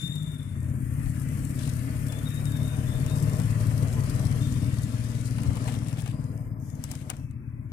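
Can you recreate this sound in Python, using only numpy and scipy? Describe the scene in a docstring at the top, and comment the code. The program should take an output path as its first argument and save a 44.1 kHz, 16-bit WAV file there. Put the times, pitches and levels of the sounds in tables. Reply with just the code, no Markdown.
"""A single-cylinder engine thumps and hisses from the start, with a small motor's high, rough whine over it.
The engine passes slowly to the left of a phone while a toy truck crawls over dry dirt.
Each firing puffs through a ringing exhaust pipe and comes back off a wall; shaped noise makes hiss and clatter.
Noise bursts make clicks and jolts; slower noise makes wind, scrapes, a late rustle and far traffic.
The right microphone is shaded in the treble."""
import sys
import numpy as np
from scipy import signal
from scipy.fft import rfft, irfft, next_fast_len
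from scipy.io import wavfile
from scipy.ndimage import uniform_filter1d

SR = 44100
rng = np.random.default_rng(int(sys.argv[2]) if len(sys.argv) > 2 else 0)


def pcm_store(signal):
    """Save signal as 16-bit PCM."""
    levels = np.round(np.clip(np.atleast_2d(signal), -1, 1) * 32767)
    wavfile.write(sys.argv[1], SR, levels.astype(np.int16).T)


def voltage_ratio(level):
    """Linear amplitude factor for a level in decibels (scalar or array-like)."""
    return 10 ** (np.asarray(level, float) / 20)


N = 340452  # length in samples


def unit(x):
    """Scales a sound to rms 1."""
    return x / np.sqrt(np.mean(x ** 2) + 1e-20)


def along(points, hz):
    """Reads (f/Hz, value) points at any frequency, on a log axis."""
    f, v = np.transpose(points)
    return np.interp(np.log(hz + 1), np.log(f + 1), v)


def curves(rows):
    """Draws one value per sample for each column after the time."""
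    s, *cols = np.transpose(rows)
    return [np.interp(np.arange(N) / SR, s, c) for c in cols]


def wobble(rate):
    """Joins random points, rate of them a second, into a curve."""
    knots = rng.standard_normal(int(N * rate / SR) + 2)
    return np.interp(np.arange(N) * rate / SR, np.arange(len(knots)), knots)


def filtered(x, response):
    """Shapes x by a complex response of frequency."""
    m = next_fast_len(N + SR // 2)
    return irfft(rfft(x, m) * response(np.fft.rfftfreq(m, 1 / SR)), m)[..., :N]


def resonances(modes):
    """Adds (f/Hz, width/Hz, level/dB) resonances of alternating sign into one causal response."""
    def response(f):
        total = 0
        for k, (center, width, db) in enumerate(modes):
            ring = 1j * f * width / (center * center - f * f + 1j * f * width)
            total = total + (-1) ** k * voltage_ratio(db) * ring
        return total
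    return response


def rush(spectrum, alike, patchy_db, size=40):
    """Makes stereo noise of rms 1 with patches of random gain, size bins of 11 Hz wide."""
    hz, t = np.fft.rfftfreq(4096, 1 / SR), np.arange(N // 2048 + 3)
    a, b = rng.standard_normal((2, len(hz), len(t), 2)) @ [1, 1j]
    field = uniform_filter1d(rng.standard_normal(a.shape), size=size, axis=0)
    field = uniform_filter1d(field, size=2, axis=1)
    gain = voltage_ratio(along(spectrum, hz)[:, None] + patchy_db * unit(field))
    # the angle sets how alike left and right are
    turn = np.arccos(np.clip(along(alike, hz), -1, 1))[:, None] / 2
    mid, side = a * np.cos(turn), b * np.sin(turn)
    stereo = gain * np.array([mid + side, mid - side])
    return unit(signal.istft(stereo, window="cosine", nperseg=4096)[1][:, :N])


# engine speed: t/s, firings per s
FIRING = [(0.0, 16.625), (0.79, 17.127), (1.58, 17.391), (2.18, 18.121), (3.37, 18.196), (3.76, 18.581),
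          (4.16, 18.597), (4.55, 19.022), (5.54, 19.288), (6.33, 18.721), (7.72, 16.588)]


def crank():
    """Counts engine cycles from the engine's speed; whole numbers are firings."""
    first = .475  # share of a cycle before the first firing
    return np.cumsum(curves(FIRING)[0]) / SR - first


# exhaust strength before a final cut: t/s, level/dB
EXHAUST = [(0, -30.5), (.4, -31.5), (.8, -27.5), (1.6, -27), (2.4, -26), (3.2, -20.5), (4.4, -20.5),
           (4.8, -22), (5.05, -26.5), (5.6, -24), (6.4, -27.5), (6.8, -32), (7.1, -33), (7.45, -31.5),
           (7.72, -30.5)]
# the wall's answer as the engine moves along it: t/s, level against the exhaust/dB, delay/ms
ECHO = [(0, -7, 23.5), (.3, -2, 18.7), (.6, 1.5, 22.7), (1.1, -1.5, 23.9), (1.4, -2.5, 22.7),
        (1.85, -2, 25.2), (2.1, -4, 27), (2.5, 2, 28.7), (2.75, -7, 25.4), (2.95, -7, 22),
        (3.3, -5.5, 18.6), (3.7, 1.5, 19), (4.1, -9, 21.6), (4.3, -3, 20.8), (4.65, -13, 20.5),
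        (5.0, -5, 17.5), (5.3, -1, 16.7), (5.5, -4.5, 17.6), (5.7, -8.5, 17.7), (6.2, -10, 18),
        (6.6, -5, 18.2), (7, -9, 22.5), (7.72, -8.5, 27.3)]
# colour as the engine moves over the ground:
# t/s, upper boom gain/dB, bark gain/dB, pipe pitch as a ratio, low boom gain/dB
COLOUR = [(0, 2.5, 2, 1.2, -3), (.15, 6.5, -0.5, 1.06, 0), (.3, 5, 2.5, 1.034, 7), (.5, -0.5, 3.5, 0.89, 4),
          (1.0, 2, 2, 1.026, 1.5), (1.5, 0, 4, 1.04, 3), (1.8, 1.5, 3, 0.95, 2.5),
          (2.6, -1, 0.5, 1.02, 0.5), (2.95, -2.5, 0.5, 1.03, 0.5), (3.4, -0.5, -4, 0.97, -3),
          (4.4, -2.5, 0, 0.953, -1), (5.2, 0.5, 3, 0.93, -1), (6.1, -2, 0.5, 1.03, -1.5),
          (7, 0, 4.5, 0.97, 2.5), (7.72, -9.5, -2, 1.01, 1.5)]
# resonances of the exhaust pipe at pitch ratio 1: f/Hz, width/Hz, level/dB
PIPE = [(82.6, 44.5, -6.5), (122.8, 34.5, 2.5), (148.9, 27.7, 0), (224.9, 29.7, -12), (263, 42.2, -11.5)]
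# spectrum of the blurred rumble: f/Hz, relative level/dB
RUMBLE = [(26, -38.5), (45, -11), (97, -3.5), (131, -2.5), (148, 0.5), (195, -8.5), (276, -7.5),
          (293, -10.5), (344, -29.5), (380, -21), (490, -79.5), (840, -120)]
# how alike left and right are, here and in the other noises: f/Hz, likeness (1 is the same)
ALIKE = [(60, 1), (300, 0.96), (640, 0.64), (1000, 0.47), (2000, 0.064), (5000, 0.39), (9000, 0.31),
         (15000, 0.26)]


def exhaust():
    """One uneven puff per firing rings a pipe of drifting pitch; a wall returns it after a drifting delay."""
    level_db, echo_db, delay_ms = curves(EXHAUST) + curves(ECHO)
    boom_db, bark_db, pitch, low_db = curves(COLOUR)
    turns = crank()
    at = np.flatnonzero(np.diff(np.floor(turns)) > 0)
    luck = rng.standard_normal((len(at), 4))
    direct = at + 0.00007 * SR * luck[:, 0]
    late = direct + (delay_ms[at] + 0.16 * luck[:, 1]) * SR / 1000
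    f = np.fft.rfftfreq(8192, 1 / SR)
    soft = 1j * f / (70 + 1j * f) / (1 + 1j * f / 330) ** 3  # a rounded puff with no steady flow
    rings = irfft(resonances(PIPE)(f / pitch[at, None]) * soft)
    thump = np.zeros(2 * N)
    for start, db in ((direct, 1.13 * luck[:, 2]), (late, echo_db[at] + 1.2 * luck[:, 3])):
        where = start.astype(int)[:, None] + np.arange(rings.shape[1])
        thump += np.bincount(where.ravel(), (voltage_ratio(db)[:, None] * rings).ravel(), 2 * N)
    # many far echoes blur into rumble
    scattered = voltage_ratio(-6.5 + 0.99 * wobble(3.61)) * rush(RUMBLE, ALIKE, patchy_db=-1.44)
    hum = voltage_ratio(-25 + 1.46 * wobble(4.4)) * np.sin(2 * 2 * np.pi * turns)  # twice the firing rate
    sound = unit(thump[:N]) + scattered + hum

    def band(lo, hi):
        return lambda f: np.exp(-(np.log((f + 1) ** 2 / (lo * hi)) / np.log(hi / lo)) ** 4)

    colored = sound
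    for db, lo, hi in [(low_db, 60, 100), (boom_db, 138, 195), (bark_db, 195, 340)]:
        colored = colored + (voltage_ratio(db) - 1) * filtered(sound, band(lo, hi))
    return voltage_ratio(level_db - 4.5) * colored


# t/s, level of the block drone/dB, level of the hiss before its right-port and middle-band gains/dB
ENGINE = [(0, -58.5, -54), (.25, -60, -57), (.7, -56.5, -58), (1.1, -56.5, -52), (1.8, -50.5, -50),
          (2.4, -50, -51), (3.3, -44.5, -49), (4.2, -45, -50), (5.05, -52.5, -52), (5.65, -45, -52.5),
          (6.08, -53, -59.5), (6.2, -51, -61), (6.38, -55, -63.5), (6.43, -52.5, -67), (6.59, -53, -75.5),
          (6.63, -57.5, -71.5), (6.76, -54.5, -71.5), (6.85, -56.5, -57.5), (7.2, -57.5, -65.5),
          (7.31, -71.5, -78), (7.72, -65.5, -77)]
# how the treble is heard as the engine moves:
# t/s, top fizz over hiss/dB, gain at the right port/dB, gain of the band around 4.4 kHz/dB
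PASSING = [(0, -5, 0, -1), (.25, -7, -15, -8), (.5, -10, -40, -8.5), (.8, -4, -38, -10),
           (1.05, -5.5, -10, -6.5), (1.55, -6, -17, -6), (1.6, -8, -5, 1), (1.75, -5, -10, -3),
           (2.4, -4.5, -15, -4.5), (3.1, -6, 0, -1.5), (4.6, -8.5, -1, 1), (6, -14, 6.5, 1.5),
           (6.18, -13, 9, -3), (6.4, -2, 7, -5.5), (6.62, 1, 13, 0), (6.76, -7, 15, 3), (6.85, -14, 5, 1),
           (7.05, -14, 10, -1), (7.3, 1, 4.5, 3)]
# spectra of block drone, loose rattle, hiss and top fizz: f/Hz, relative level/dB
BODY = [(180, -16), (300, -18), (329, -10), (487, -2), (564, -8.5), (622, 0.5), (693, -14.5), (752, -7),
        (807, -25), (871, -8), (929, -19.5), (1003, -5), (1070, -13.5), (1150, -11), (1430, -18),
        (2420, -120)]
RATTLE = [(650, -63), (1100, -5.5), (1320, -2), (1600, -2.5), (1760, -0.5), (1950, -2), (2500, -5),
          (3300, -9), (4290, -55), (7260, -120)]
HISS = [(2000, -120), (3300, -9), (4000, -6), (5300, -4), (6400, -4.5), (8800, -1), (11000, -4),
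        (12500, -16), (16000, -61)]
FIZZ = [(7000, -120), (10500, -4), (12000, -2), (14300, -2.5), (15300, -9), (16300, -29), (17000, -120)]


def engine():
    """Block noise and hiss swell after each firing; loose parts tick at random strength on the same beat."""
    body_db, hiss_db, fizz_db, right_db, middle_db = curves(ENGINE) + curves(PASSING)
    rattle_db = -0.5 + hiss_db + 0.025 * (body_db - hiss_db)  # follows the hiss, and the drone a little
    turn = 2 * np.pi * crank()
    body_swell = voltage_ratio(1.3 * np.cos(turn - .6) + 1.3 * wobble(14))
    body = body_swell * rush(BODY, ALIKE, patchy_db=1.84)
    rattle_swell = voltage_ratio(0.31 * np.cos(turn - .8) + 0.15 * wobble(8.2) + 1.3 * wobble(70))
    rattle = rattle_swell * rush(RATTLE, ALIKE, patchy_db=2.5, size=10)

    chance = 85 / SR * np.exp(.9 * np.cos(turn - 1.4))  # of a tick, per sample
    ticks = (rng.random(N) < chance) * voltage_ratio(rng.uniform(-16.5, 3.3, N))
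    t = np.arange(SR // 50) / SR
    tick_shape = voltage_ratio(-120 * t / 0.02) * (1 - np.exp(-t / 0.0012))
    tick_power = np.abs(signal.fftconvolve(ticks ** 2, tick_shape)[:N])
    # ticks lose 1.3 dB for each dB of hiss level under -57
    tick_db = 20 + 1.3 * np.minimum(hiss_db + 57, 0)
    clatter = np.sqrt(1 + voltage_ratio(tick_db) * tick_power)
    hiss_swell = voltage_ratio(0.39 * np.cos(turn - 1.4) + 0.15 * wobble(6.7) + 0.94 * wobble(30))
    beat = unit(clatter * hiss_swell)

    hiss = voltage_ratio(hiss_db) * rush(HISS, ALIKE, patchy_db=3.0, size=12)
    fizz = voltage_ratio(hiss_db + fizz_db) * rush(FIZZ, ALIKE, patchy_db=2.0, size=12)
    sides = voltage_ratio([0 * right_db, right_db])
    upper = voltage_ratio(rattle_db) * unit(rattle) + beat * (hiss + fizz) * sides
    middle = filtered(upper, lambda f: np.exp(-(np.log((f + 1) / 4400) / 0.49) ** 4))
    return voltage_ratio(body_db) * unit(body) + upper + (voltage_ratio(middle_db) - 1) * middle


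def tone(spells, tops, smear_hz, clean, full_db):
    """A tone with overtones, part clean and part narrow noise; the overtones fade faster than the tone."""
    hz, db = curves(np.concatenate(spells))
    t = np.arange(N) / SR
    on = 0
    for rows in spells:
        start, end = rows[0][0], rows[-1][0]
        on = on + np.clip(np.minimum(t - start + .02, end - t) / .02, 0, 1)
    phase = 2 * np.pi * np.cumsum(hz * (1 + 0.008 * wobble(60))) / SR  # the pitch trembles
    steady = clean * (.6 + 1.6 * voltage_ratio(2 * (db - full_db)))  # cleaner when stronger
    wave = 0
    for k, top_db in tops:
        in_step = (steady + wobble(k * smear_hz)) * np.sin(k * phase)
        rough = in_step + wobble(k * smear_hz) * np.cos(k * phase)
        level_db = db + top_db + 0.5 * (k - 1.5) * (db - full_db)
        wave = wave + voltage_ratio(level_db) * rough / np.hypot(steady, 1.15)
    return on * wave * voltage_ratio(2.6 * wobble(60))  # it flutters


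# motor whine, one table a spell: t/s, f/Hz before trembling, strength/dB
WHINE = [
    [(0, 3600, -35), (.06, 3631, -33.5), (.14, 3667, -37.5), (.2, 3560, -43), (.27, 3646, -49),
     (.4, 3550, -51.5), (.55, 3590, -73), (.75, 3560, -89)],
    [(2.1, 3440, -53), (2.15, 3460, -51), (2.21, 3590, -59)],
    [(2.26, 3740, -50), (2.35, 3770, -55), (2.42, 3730, -56)],
    [(2.46, 3700, -47), (2.505, 3660, -49)],
    [(2.535, 3700, -47), (2.59, 3600, -54), (2.65, 3700, -53.5), (2.82, 3630, -66)],
    [(2.87, 3540, -52), (2.93, 3550, -52), (3.0, 3730, -58)],
    [(3.04, 3600, -60), (3.09, 3635, -52), (3.16, 3750, -59)],
    [(3.2, 3710, -65), (3.42, 3540, -63)],
    [(4.42, 3580, -53.5), (4.6, 3570, -65), (5.2, 3670, -71)],
]
# the whine's overtones: multiple of the tone, strength when the whine is full/dB
WHINE_TOPS = [(1, -4.5), (2, -18.5), (3, -23.5)]
# thin faint whistles, one table each: t/s, f/Hz before trembling, strength/dB
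WHISTLE = [
    [(6.03, 4870, -66), (6.15, 4920, -70), (6.3, 4930, -77), (6.36, 4960, -88), (6.43, 5000, -83),
     (6.6, 5020, -90)],
    [(6.64, 3500, -84), (6.7, 3520, -83), (6.79, 3480, -86)],
    [(7.19, 2620, -69), (7.33, 2600, -74), (7.7, 2420, -82)],
]


def whine():
    """The small motor sings in rough spells, with thin whistles later; walls around the lot blur them."""
    motor = tone(WHINE, WHINE_TOPS, smear_hz=200, clean=.9, full_db=-38)
    sung = motor + tone(WHISTLE, [(1, 0)], smear_hz=150, clean=1.2, full_db=-60)
    t = np.arange(SR // 2) / SR
    tail = rng.standard_normal((2, len(t))) * voltage_ratio(-60 * t / .6)  # falls 60 dB in 0.6 s
    tail = tail / np.linalg.norm(tail[0])
    blur = signal.fftconvolve(sung[None], tail, axes=1)[:, :N]
    return voltage_ratio(0.5) * sung + voltage_ratio(-2.0) * blur


# spectrum of far traffic: f/Hz, relative level/dB
TOWN = [(210, -26), (350, 3.5), (404, -11.5), (579, -35), (765, -37), (837, -15), (2330, -14), (3000, -67),
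        (3900, -81), (6600, -120)]


def town():
    """Far traffic is a steady, patchy noise, mostly low."""
    return voltage_ratio(-62) * rush(TOWN, ALIKE, patchy_db=4, size=12)


# grit and plastic clicks: t/s, strength before gains/dB, knock against snap before gains/dB
CLICKS = [(0.0784, -31, -25), (0.156, -27.5, -23), (1.059, -40.5, -9), (1.591, -30, -36),
          (1.675, -28.5, -13), (2.07, -40, -27), (2.123, -28, -15), (2.4547, -26, -24), (3.063, -26.5, -17),
          (3.399, -29, -9.5), (5.3826, -31.5, -6.5), (5.4336, -27.5, -14.5), (5.455, -43, -5),
          (5.555, -31, -12), (5.5686, -35, -5), (5.677, -28, -5.5), (5.684, -33, -5), (5.7402, -29, -11.5),
          (5.884, -27.5, -17.5), (5.928, -33, -22), (5.9896, -32, -14), (6.004, -30, -24),
          (6.011, -32, -22), (6.0198, -30, -25), (6.06, -32.5, -9.5), (6.0767, -30, -24),
          (6.241, -40.5, -23), (6.317, -53, -28), (6.376, -41.5, -21), (6.6, -47.5, -25), (6.701, -38, -35),
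          (6.753, -39, -31), (6.8387, -18, -28), (6.89, -37, -15), (6.909, -38, -13), (6.914, -21, -24),
          (6.918, -29, -22), (6.9358, -39.5, -6), (6.9526, -27.5, -21.5), (7.095, -47.5, 9.5),
          (7.1, -16, -21), (7.1033, -31, -7.5), (7.112, -47, 0), (7.134, -52, 8), (7.167, -37.5, -17),
          (7.3097, -44, -14)]
# resonances of the bright snap and the duller knock: f/Hz, width/Hz, level/dB
SNAP = [(2860, 290, -8.5), (5260, 1050, -3.5), (7620, 4500, 0), (10200, 5400, -0.5), (14200, 3100, -6)]
KNOCK = [(812, 380, 2), (1400, 460, -1), (2360, 720, -4.5)]


def clicks():
    """Each click is a burst of noise in the bright resonances with a duller knock under it."""
    snap, knock = np.zeros((2, N + SR)), np.zeros((2, N + SR))
    t = np.arange(SR // 8) / SR
    for s, db, knock_db in CLICKS:
        burst = rng.standard_normal((3, len(t)))
        burst = burst[0] + 0.73 * burst[1:]  # part shared by both sides, part separate
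        burst = burst * (1 - np.exp(-(t / 0.00039) ** 2))  # rises in about 0.4 ms
        tail = voltage_ratio(-19.5 - 60 * t / 0.055)  # the ground answers
        at = slice(round(s * SR), round(s * SR) + len(t))
        sides = voltage_ratio([[db + 2.5], [db + 3.5]])
        snap[:, at] += sides * burst * (voltage_ratio(-60 * t / 0.0079) + tail)  # falls 60 dB in 7.9 ms
        knock[:, at] += voltage_ratio(db + knock_db + 10.5) * burst * voltage_ratio(-60 * t / 0.065)  # 60 dB in 65 ms
    return filtered(snap[:, :N], resonances(SNAP)) + filtered(knock[:, :N], resonances(KNOCK))


# wind on the ports: t/s, left level/dB, right level/dB
WIND = [(0, -70, -68), (.65, -55, -58), (.9, -33, -52), (1.5, -39, -52), (2.6, -37, -64), (5.4, -38.5, -57),
        (6.3, -47, -50), (6.8, -50, -53), (7.72, -41, -62)]
# spectrum of the buffeting: f/Hz, relative level/dB
BUFFET = [(5, -36), (24, -4), (38, 5), (58, -13), (80, -15.5), (130, -9), (300, -39), (500, -120)]
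# low thuds as the phone is knocked: t/s, left level/dB, right level/dB, f/Hz, length/s
THUDS = [(0.846, -23, -49, 50, 0.019), (1.436, -33, -33.5, 49.7, 0.022), (5.364, -31, -49, 59.6, 0.016),
         (5.489, -12, -31, 77, 0.011)]


def wind():
    """Lumpy low noise buffets each port differently; a few single thuds, as the phone is knocked, are short
    swells of a low tone."""
    lumps = voltage_ratio(1.5 * np.array([wobble(5.5), wobble(5.5)]))
    buffeting = unit(lumps * rush(BUFFET, [(30, 0.22)], patchy_db=2.5))
    t = np.arange(N) / SR
    thuds = 0
    for s, left_db, right_db, hz, length in THUDS:
        thud = np.exp(-((t - s) / length) ** 2) * np.sin(2 * np.pi * hz * (t - s))
        thuds = thuds + voltage_ratio([[left_db], [right_db]]) * thud
    return voltage_ratio(curves(WIND)) * buffeting + thuds


# tyres scraping grit: t/s, level/dB, length/s
SCRAPES = [(1.61, -48, 0.025), (1.668, -51.5, 0.062), (5.72, -51.5, 0.071), (5.99, -49, 0.028),
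           (5.56, -60, 0.035), (5.885, -51.5, 0.032), (6.09, -55, 0.051), (6.94, -55.5, 0.091),
           (7.135, -70, 0.036)]
# spectrum of the scrapes: f/Hz, relative level/dB
GRIT = [(1200, -120), (2200, 1.5), (3600, 3), (6200, -9.5), (8000, 1), (14000, -9), (17000, -120)]


def scrapes():
    """Short swells of grainy noise sound as the tyres slip on grit."""
    t = np.arange(N) / SR
    swell = sum(voltage_ratio(db) * np.exp(-((t - s) / length) ** 2) for s, db, length in SCRAPES)
    grain = voltage_ratio(3.6 * wobble(250) + 2.5 * wobble(60))
    return swell * unit(grain * rush(GRIT, ALIKE, patchy_db=1.5))


# the truck jolts over rough ground and its plastic body rattles: t/s, level/dB, knocks per s
JOLT = [(5.2, -110, 130), (5.35, -70, 150), (5.45, -58, 190), (5.57, -57, 200), (5.69, -52, 230),
        (5.8, -57, 230), (5.95, -54, 200), (6.08, -52, 200), (6.2, -110, 150)]
# resonances of the truck's body: f/Hz, width/Hz, level/dB
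SHELL = [(545, 430, 0.5), (900, 320, 0.5), (1660, 430, -4), (2660, 420, -4), (4720, 1750, -17.5)]


def jolts():
    """Dense uneven knocks, each a short burst of noise, ring the truck's shell."""
    db, rate = curves(JOLT)
    knocks = (rng.random(N) < rate / SR) * voltage_ratio(5 * rng.standard_normal(N))
    fall = voltage_ratio(-60 * np.arange(SR // 20) / SR / 0.024)  # 60 dB in 24 ms
    burst = signal.fftconvolve(knocks, fall)[:N]
    noise = rng.standard_normal((3, N))
    rattle = burst * (noise[0] + 0.73 * noise[1:])
    return voltage_ratio(db) * unit(filtered(rattle, resonances(SHELL)))


# a soft high rustle near the end: t/s, level/dB
RUSTLE = [(6.58, -100), (6.62, -64), (6.69, -60), (6.76, -63), (6.8, -67), (6.83, -67), (6.9, -76),
          (7.0, -64), (7.08, -70), (7.25, -76), (7.35, -87), (7.72, -86)]
# spectrum of the rustle: f/Hz, relative level/dB
LEAFY = [(3800, -59), (4800, -9), (6500, 4), (8200, -8), (10500, -2), (14000, -8), (16000, -26),
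         (17000, -120)]


def rustle():
    """Fine grainy noise, high and soft, follows a drawn level."""
    grain = voltage_ratio(1.5 * wobble(120))
    return voltage_ratio(curves(RUSTLE)[0]) * unit(grain * rush(LEAFY, ALIKE, patchy_db=3, size=20))


def scene():
    """Adds all sources at the two microphone ports."""
    machines = exhaust() + engine() + whine()
    return machines + town() + clicks() + wind() + scrapes() + jolts() + rustle()


# strength under which a treble band is turned down: f/Hz, level per bin/dB
MUTE = [(2000, -120), (2700, -90), (3400, -87), (4500, -87), (7000, -91), (11000, -95), (14000, -92),
        (16000, -84)]


def gate(x):
    """The phone turns down every treble band by degrees, 14 dB at most, while it is weak."""
    hz, _, z = signal.stft(x, SR, nperseg=1024)
    bands = np.arange(len(hz)) // 4
    power = np.add.reduceat(np.abs(z) ** 2, np.arange(0, len(hz), 4), axis=1) / 4
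    smooth = np.abs(uniform_filter1d(power, size=5, axis=2))[:, bands]
    over = smooth / voltage_ratio(along(MUTE, hz))[:, None] ** 2
    return signal.istft(z * np.clip(over, voltage_ratio(-14), 1), SR, nperseg=1024)[1][:, :N]


def top_cut(x):
    """Nothing passes above the cut-off."""
    return signal.sosfilt(signal.butter(12, 16390, fs=SR, output="sos"), x)


# shading of the right port: f/Hz, left over right/dB
SHADE = [(60, -6), (99, 8), (160, 5.5), (270, 4.5), (450, 8), (740, 2), (1220, 5.5), (2010, 2.5),
         (3330, 12), (5500, 23), (9080, 21), (15000, 2)]
# delay of the right port: f/Hz, phase by which the left port leads/radians
LEAD = [(40, .12), (130, .38), (300, .55), (690, .5), (1200, 2.8), (2150, 7.6), (3530, 10.5), (6700, 15.5),
        (15000, 16)]


def record(dry):
    """The phone's body shades and delays the right port; weak treble is gated."""
    def ports(hz):
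        right = voltage_ratio(-along(SHADE, hz))
        shift = np.exp(.5j * along(LEAD, hz))
        return 2 / (1 + right) * np.array([shift, right / shift])
    mix = gate(filtered(dry, ports))
    return top_cut(mix)


dry = scene()
out = record(dry)
pcm_store(out)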